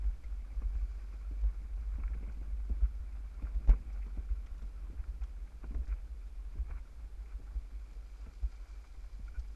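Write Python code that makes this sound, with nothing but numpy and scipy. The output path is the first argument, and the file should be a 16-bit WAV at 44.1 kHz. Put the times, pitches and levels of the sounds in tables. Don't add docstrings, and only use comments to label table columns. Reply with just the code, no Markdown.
import sys
import numpy as np
from scipy import signal
from scipy.fft import rfft, irfft, next_fast_len
from scipy.io import wavfile
from scipy.ndimage import uniform_filter1d

SR = 44100
rng = np.random.default_rng(int(sys.argv[2]) if len(sys.argv) > 2 else 0)


def wrap_up_sound(samples):
    columns = np.atleast_2d(samples).T
    tamed = np.clip(columns, -1, 1)
    steps = np.round(tamed * 32767).astype(np.int16)
    wavfile.write(sys.argv[1], SR, steps)


N = 421155
T = np.arange(N) / SR

# frequency in Hz, level in dB.
HISS_SPECTRUM = [(60, -4.5), (300, -1.5), (1000, -10), (2800, -18), (5000, -20.5), (8000, -23.5),
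                 (12900, -26)]
HISS_DB, BAND_EDGE_HZ = -69, 12930

# frequency in Hz, width in Hz, level in dB.
CASE_MODES = [(597, 430, 2), (792, 82, 3.5), (1109, 220, 5.5), (1343, 117, 5.5), (1467, 210, -1),
              (2170, 470, 1), (2236, 83, -6.5)]
CASE_EDGE_HZ = 2580

# frequency in Hz, width in Hz, level in dB.
RUNNER_MODES = [(2375, 120, 12), (3350, 990, -2.5), (4320, 980, 1.5), (4870, 180, 5), (5200, 500, -8.5),
                (5820, 400, -3), (6870, 1300, -0.5)]
# time in seconds, level in dB.
RUNNER_LEVEL = [(0, -79), (.5, -82), (1.0, -75.5), (1.3, -82), (2.5, -83), (3.6, -81.5), (6.4, -83),
                (7.6, -80.5), (8.25, -75), (8.9, -74.5), (9.55, -78)]

# time in seconds, body shaking in dB, trough drumming in dB, scrape in dB.
RIDE = [(0.0, -41.5, -64.5, -69.5), (0.4, -46.5, -66.5, -71.5), (0.7, -41, -66.5, -70),
        (1.2, -54, -66, -69), (1.7, -45, -67.5, -71), (2.2, -43, -61.5, -69), (3.2, -53.5, -67, -71),
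        (3.64, -43, -57.5, -69), (4.1, -48.5, -65.5, -69.5), (5.0, -46.5, -65.5, -73),
        (5.45, -51, -66.5, -72.5), (5.75, -41.5, -65.5, -71), (6.12, -53.5, -70, -74),
        (6.6, -44, -68.5, -72.5), (7.7, -51.5, -69, -74), (8.67, -53, -72.5, -71), (9.26, -44, -73, -74.5),
        (9.55, -46, -67, -74)]
# frequency in Hz, level in dB.
TROUGH_SPECTRUM = [(80, 3), (130, 3), (260, -0.5), (400, -8), (800, -19), (1200, -32), (2000, -66)]
SHUDDER_T60, SHUDDER_DB = 0.44, -15.5
# start in seconds, length in seconds, level in dB.
SCUFFS = [(0.715, 0.053, -66.5), (1.427, 0.095, -69), (2.134, 0.032, -68), (2.255, 0.097, -68),
          (2.826, 0.046, -67), (3.40, 0.13, -67), (3.659, 0.1, -61.5), (4.94, 0.11, -68.5),
          (5.21, .05, -63.5), (5.614, 0.038, -67), (5.86, 0.096, -66.5), (6.653, 0.17, -67),
          (7.242, 0.13, -69), (9.352, .07, -73)]

# start in seconds, level in dB ahead of the case, pitch in Hz, length in ms.
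SQUEAKS = [(.236, -64, 2100, 16), (9.277, -63.5, 1460, 13), (9.337, -66.5, 1505, 44)]
# start in seconds, peak in dB, pitch in Hz.
TICKS = [(0.2364, -65, 4170), (2.3196, -64, 4810), (3.3378, -66, 4210), (3.696, -55, 3030),
         (3.9265, -64, 4800), (4.4613, -61, 3470), (4.577, -65, 3230), (4.6194, -62, 3460),
         (5.233, -58, 3040), (5.8531, -65, 4840), (5.875, -63, 4900), (9.392, -58.5, 4570)]
# start in seconds, peak in dB, pitch in Hz.
CLACKS = [(0.04, -59, 1170), (0.619, -55, 1100), (1.1248, -58, 1360), (2.0335, -44.5, 1450),
          (2.0773, -49, 2000), (2.134, -51.5, 1910), (2.2633, -55, 1160), (2.2957, -53, 1500),
          (2.442, -58, 1150), (2.8379, -57, 1030), (3.468, -52, 1090), (3.681, -57, 1380),
          (3.6923, -40.5, 990), (3.6995, -45, 2020), (3.7094, -49, 1010), (3.7344, -55, 1140),
          (4.2867, -57, 1320), (4.6149, -60, 1360), (5.038, -52, 1710), (5.237, -57, 1280),
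          (5.6405, -47.5, 1080), (5.7465, -51, 1430), (5.8696, -55, 1570), (5.913, -58, 1400),
          (6.709, -57, 1120), (7.2577, -58.5, 2300)]
RATTLES_PER_S, RATTLE_DB = 3, -65
CLACK_T60, TICK_T60 = .02, .04

# frequency in Hz, level in dB ahead of the weighting by pitch.
HULL_MODES = [(128, -8.5), (168, -7.5), (215, 1.5), (265, -1), (335, -5.5), (470, 7)]
# time in seconds, peak of the ring in dB, pitch in Hz, rap in dB against that peak, ring T60 in seconds.
FURTHER_KNOCKS = [(1.615, -54, 161, -24, .04), (2.148, -48, 190, -20, 0.05), (2.224, -47.5, 178, -25, .07),
                  (2.274, -47, 210, -15, 0.062), (2.37, -53, 193, -9, .05), (2.413, -46, 161, -24, 0.025),
                  (3.673, -49.5, 161, 2.5, 0.051), (3.69, -35, 161, -2, 0.025), (3.709, -50, 220, -8, .04),
                  (3.729, -52, 278, -6, 0.07), (4.064, -50, 162, -5.5, 0.048), (4.62, -53, 138, -13, 0.11),
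                  (4.898, -49.5, 191, -25, 0.032), (5.638, -45, 261, -17, .02),
                  (5.707, -45.5, 206, -22, .07), (5.774, -51, 200, -21, 0.07), (5.815, -55, 186, -17, .05),
                  (7.955, -60, 295, -14, 0.054)]
# time of the deepest swing in seconds, peak in dB, pitch in Hz, length in ms.
FURTHER_THUMPS = [(0.583, -30.5, 45, 28), (0.66, -30, 50, 29), (0.83, -30, 45, 25), (1.786, -32, 48, 27),
                  (1.957, -32.5, 48.3, 15), (2.06, -30.5, 48, 34), (2.535, -34, 48.6, 19),
                  (3.003, -31.5, 48, 18.5), (3.698, -13, 43, 32), (4.52, -31.5, 38, 18),
                  (4.997, -29.5, 49.4, 18), (5.09, -31, 48, 31), (5.225, -34, 50.4, 39),
                  (5.635, -35, 51.6, 45), (5.8, -28.5, 55.4, 32), (5.922, -30, 50.3, 26.5),
                  (6.12, -36.5, 50.5, 30), (6.6, -31, 55, 43), (7.35, -36.5, 49.3, 35)]
# time the nose strikes in seconds, peak in dB, pitch in Hz,
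# rap in dB against the peak, tail strike in dB, seat drop in dB, length of the drop in ms.
JOINTS = [(-0.083, -50, 200, -6, -56, -25, 45), (0.617, -49, 160, -4, -56, -27, 23),
          (1.309, -47.5, 246, -13, -48, -24.5, 54), (1.982, -47.5, 215, -10, -60, -31.5, 30),
          (2.696, -41, 224, -19, -52, -20, 29), (3.422, -44.5, 218, -14, -53, -28.5, 37),
          (4.169, -45, 194, -21, -58, -28, 30), (4.93, -51, 262, -20, -63, -41, 18),
          (5.743, -43.5, 228, -11, -52.5, -36.5, 61), (6.554, -46, 160, -24, -54, -30.5, 25),
          (7.394, -51.5, 266, -24, -57, -28.5, 34), (8.264, -49, 214, -25, -51.5, -24, 31),
          (9.192, -51, 220, -23, -64, -28.5, 27)]
AXLES_TURNS = 2.02
TAIL_HZ, TAIL_RAP_DB, RING_T60 = 165, -4.5, 0.044
DROP_LAG_S, DROP_HZ = 0.0187, 49.8
NOSE_LIFT_DB, NOSE_LIFT_MS = 13.5, 15.5

# frequency in Hz, level in dB.
BODY_SPECTRUM = [(12, -6), (25, -11.5), (48, 0), (66, -12.5), (78, -21), (95, -28), (120, -30.5),
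                 (200, -82)]
# time in seconds, turns per second.
SPIN = [(0.0, 15.6), (0.7, 15.7), (2.1, 16.9), (3.2, 16.5), (4.9, 15.3), (6.6, 14.0), (7.4, 12.8),
        (8.4, 12.5), (9.0, 11.4), (9.55, 11.4)]
MULTIPLES_DB = {2: -41, 3: -41, 4: -44.5, 5: -56, 6: -50}
BODY_HZ, TOP_SPIN = 50, 16.5
OFF_DB_PER_OCTAVE, SLOWING_DB_PER_OCTAVE = 25, 8


def gain_of(db):
    return 10 ** (np.asarray(db) / 20)


def evened(x):
    return x / np.sqrt(np.mean(x ** 2) + 1e-20)


def peaked(x):
    return x / abs(x).max()


def curve(rows, column):
    rows = np.array(rows)
    return np.interp(T, rows[:, 0], rows[:, column])


def drift(hz):
    return evened(signal.sosfilt(signal.butter(2, hz, fs=SR, output="sos"), rng.standard_normal(N)))


def coloured(x, points):
    size = next_fast_len(len(x))
    f, db = np.transpose(points)
    hz = np.fft.rfftfreq(size, 1 / SR)
    gain = gain_of(np.interp(np.log(hz + 1), np.log(f + 1), db))
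    return irfft(rfft(x, size) * gain, size)[:len(x)]


def resonate(x, modes):
    return sum(gain_of(db) * signal.lfilter(*signal.iirpeak(hz, hz / width, SR), x)
               for hz, width, db in modes)


def dulled(x):
    return signal.sosfilt(signal.butter(6, 7300, fs=SR, output="sos"), x)


def encased(x, patchy_db=0):
    rung = 0
    for mode in CASE_MODES:
        flicker = gain_of(patchy_db * drift(17.2)) if patchy_db else 1
        rung = rung + resonate(x, [mode]) * flicker
    return signal.sosfilt(signal.butter(10, CASE_EDGE_HZ, fs=SR, output="sos"), rung)


def add(mix, s, sound):
    at = round(s * SR)
    sound = sound[max(-at, 0):]
    part = mix[max(at, 0):][:len(sound)]
    part += sound[:len(part)]


def strikes():
    blows, drops = list(FURTHER_KNOCKS), list(FURTHER_THUMPS)
    for s, db, hz, rap_db, tail_db, drop_db, ms in JOINTS:
        tail = s + AXLES_TURNS / np.interp(s, *np.transpose(SPIN))
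        blows.append((s, db, hz, rap_db, RING_T60))
        blows.append((tail, tail_db, TAIL_HZ, TAIL_RAP_DB, RING_T60))
        drops.append((s + DROP_LAG_S, db + NOSE_LIFT_DB, DROP_HZ, NOSE_LIFT_MS))
        drops.append((tail + DROP_LAG_S, drop_db, DROP_HZ, ms))
    return blows, drops


def microphone_hiss():
    return gain_of(HISS_DB) * evened(coloured(rng.standard_normal(N), HISS_SPECTRUM))


def grit(per_s, spread_db, flicker_db):
    size = gain_of(spread_db * np.minimum(rng.exponential(1, N), 3))
    size = size * (rng.random(N) < per_s / SR)
    bumps = signal.oaconvolve(size, np.hanning(500))[:N] * rng.standard_normal(N)
    return (gain_of(-2.5) * evened(bumps) + rng.standard_normal(N)) * gain_of(flicker_db)


def runners(jolt):
    rough = grit(150., 1.5, .9 * jolt + .8 * drift(8.))
    return gain_of(curve(RUNNER_LEVEL, 1)) * evened(dulled(resonate(rough, RUNNER_MODES)))


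def drumming(jolt):
    shudder = np.zeros(N)
    t = np.arange(SR // 2) / SR
    for s, db, *_ in strikes()[0]:
        add(shudder, s, gain_of(db + SHUDDER_DB - 60 * t / SHUDDER_T60))
    rough = grit(80., 2., 1.3 * jolt + 1.2 * drift(14.))
    return evened(coloured(rough, TROUGH_SPECTRUM)) * np.hypot(gain_of(curve(RIDE, 2)), shudder)


def scrape(jolt):
    scuffs = np.zeros(N)
    for s, length, db in SCUFFS:
        add(scuffs, s, gain_of(db) * signal.windows.tukey(round(length * SR), .6))
    rough = grit(150., 1.8, 1.1 * jolt + 0.42 * drift(14.0))
    return evened(encased(rough, patchy_db=4.0)) * np.hypot(gain_of(curve(RIDE, 3)), scuffs)


def rolling():
    jolt = drift(17.0)
    return runners(jolt) + drumming(jolt) + scrape(jolt)


def squeaks():
    out = np.zeros(N)
    for s, db, hz, ms in SQUEAKS:
        size = round(ms / 1000 * SR)
        wobble = 0.04 * evened(uniform_filter1d(rng.standard_normal(size), 150))
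        phase = 2 * np.pi * hz * np.cumsum(1 + wobble) / SR
        tone = np.sin(phase) + gain_of(-4.5) * np.sin(1.62 * phase)
        add(out, s, gain_of(db) * tone * signal.windows.tukey(size, .5))
    return encased(out)


def burst(t60, rise_s):
    t = np.arange(3500) / SR
    return rng.standard_normal(len(t)) * gain_of(-60 * t / t60) * (1 - np.exp(-t / rise_s))


def ticks():
    out = np.zeros(N)
    for s, db, hz in TICKS:
        tick = dulled(resonate(burst(TICK_T60, .004), [(hz, 1200, 0), (5800, 2000, -4)]))
        add(out, s, gain_of(db) * peaked(tick))
    return out


def clacks():
    out = np.zeros(N)
    chance = rng.random((round(RATTLES_PER_S * N / SR), 3))
    rattles = chance * [N / SR, 5, 600] + [0, RATTLE_DB, 1000]
    for s, db, hz in list(CLACKS) + list(rattles):
        noise = burst(CLACK_T60, 0.0012)
        pitched = resonate(resonate(noise, [(hz, 1200, 0)]), [(hz, 1200, 0)])
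        add(out, s, gain_of(db) * peaked(encased(pitched + gain_of(-16.) * noise)))
    return out


def blow(hz, t60, rise_s):
    t = np.arange(3500) / SR
    return peaked((1 - np.exp(-t / rise_s)) ** 2 * gain_of(-60 * t / t60) * np.sin(2 * np.pi * hz * t))


def knocks():
    out, t = np.zeros(N), np.arange(3500) / SR
    for s, db, hz, rap_db, t60 in strikes()[0]:
        puff, rap = rng.standard_normal((2, len(t))) * (1 - np.exp(-t / 0.00098))
        puff = evened(coloured(puff, TROUGH_SPECTRUM))
        puff = puff * gain_of(-60 * t / 0.17) * (1 - np.exp(-t / 0.0026))
        rap = resonate(rap * gain_of(-60 * t / 0.07), [(550, 170, 2.0), (730, 83, -4.0)])
        ring = 0
        for mode_hz, mode_db in HULL_MODES:
            off_pitch_db = -18.5 * abs(np.log2(mode_hz / hz))
            ring = ring + gain_of(mode_db + off_pitch_db) * blow(mode_hz, t60, 0.0026)
        knock = peaked(ring) + gain_of(-4.5) * puff + gain_of(rap_db) * peaked(rap)
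        add(out, s, gain_of(db) * knock)
    return dulled(out)


def thumps():
    out, t = np.zeros(N), np.arange(-4000, 6000) / SR
    for s, db, hz, ms in strikes()[1]:
        spread = ms / 1000 * np.where(t < .003, .38, .5)
        swell = np.exp(-((t - .003) / spread) ** 2 / 2)
        add(out, s + t[0], -gain_of(db) * swell * np.cos(2 * np.pi * hz * t))
    return out


def body_shaking():
    return gain_of(curve(RIDE, 1)) * evened(coloured(rng.standard_normal(N), BODY_SPECTRUM))


def wheel_thrum():
    out = np.zeros(N)
    spin = curve(SPIN, 1)
    turns = np.cumsum(spin * (1 + .005 * drift(3.))) / SR
    slowing_db = SLOWING_DB_PER_OCTAVE * np.log2(spin / TOP_SPIN)
    for k, db in MULTIPLES_DB.items():
        off_db = OFF_DB_PER_OCTAVE * abs(np.log2(k * spin / BODY_HZ))
        level = gain_of(db - off_db + slowing_db + 1.8 * drift(4.))
        out += np.sqrt(2) * level * np.sin(2 * np.pi * (k * turns + rng.random()))
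    return out


def scene():
    loose = squeaks() + ticks() + clacks()
    return (rolling() + loose + knocks() + thumps() + body_shaking() + wheel_thrum())[None]


def record(dry):
    band = signal.firwin(1023, BAND_EDGE_HZ, window=("kaiser", 9), fs=SR)
    return signal.oaconvolve(dry + microphone_hiss(), band[None], "same")


dry = scene()
out = record(dry)
wrap_up_sound(out)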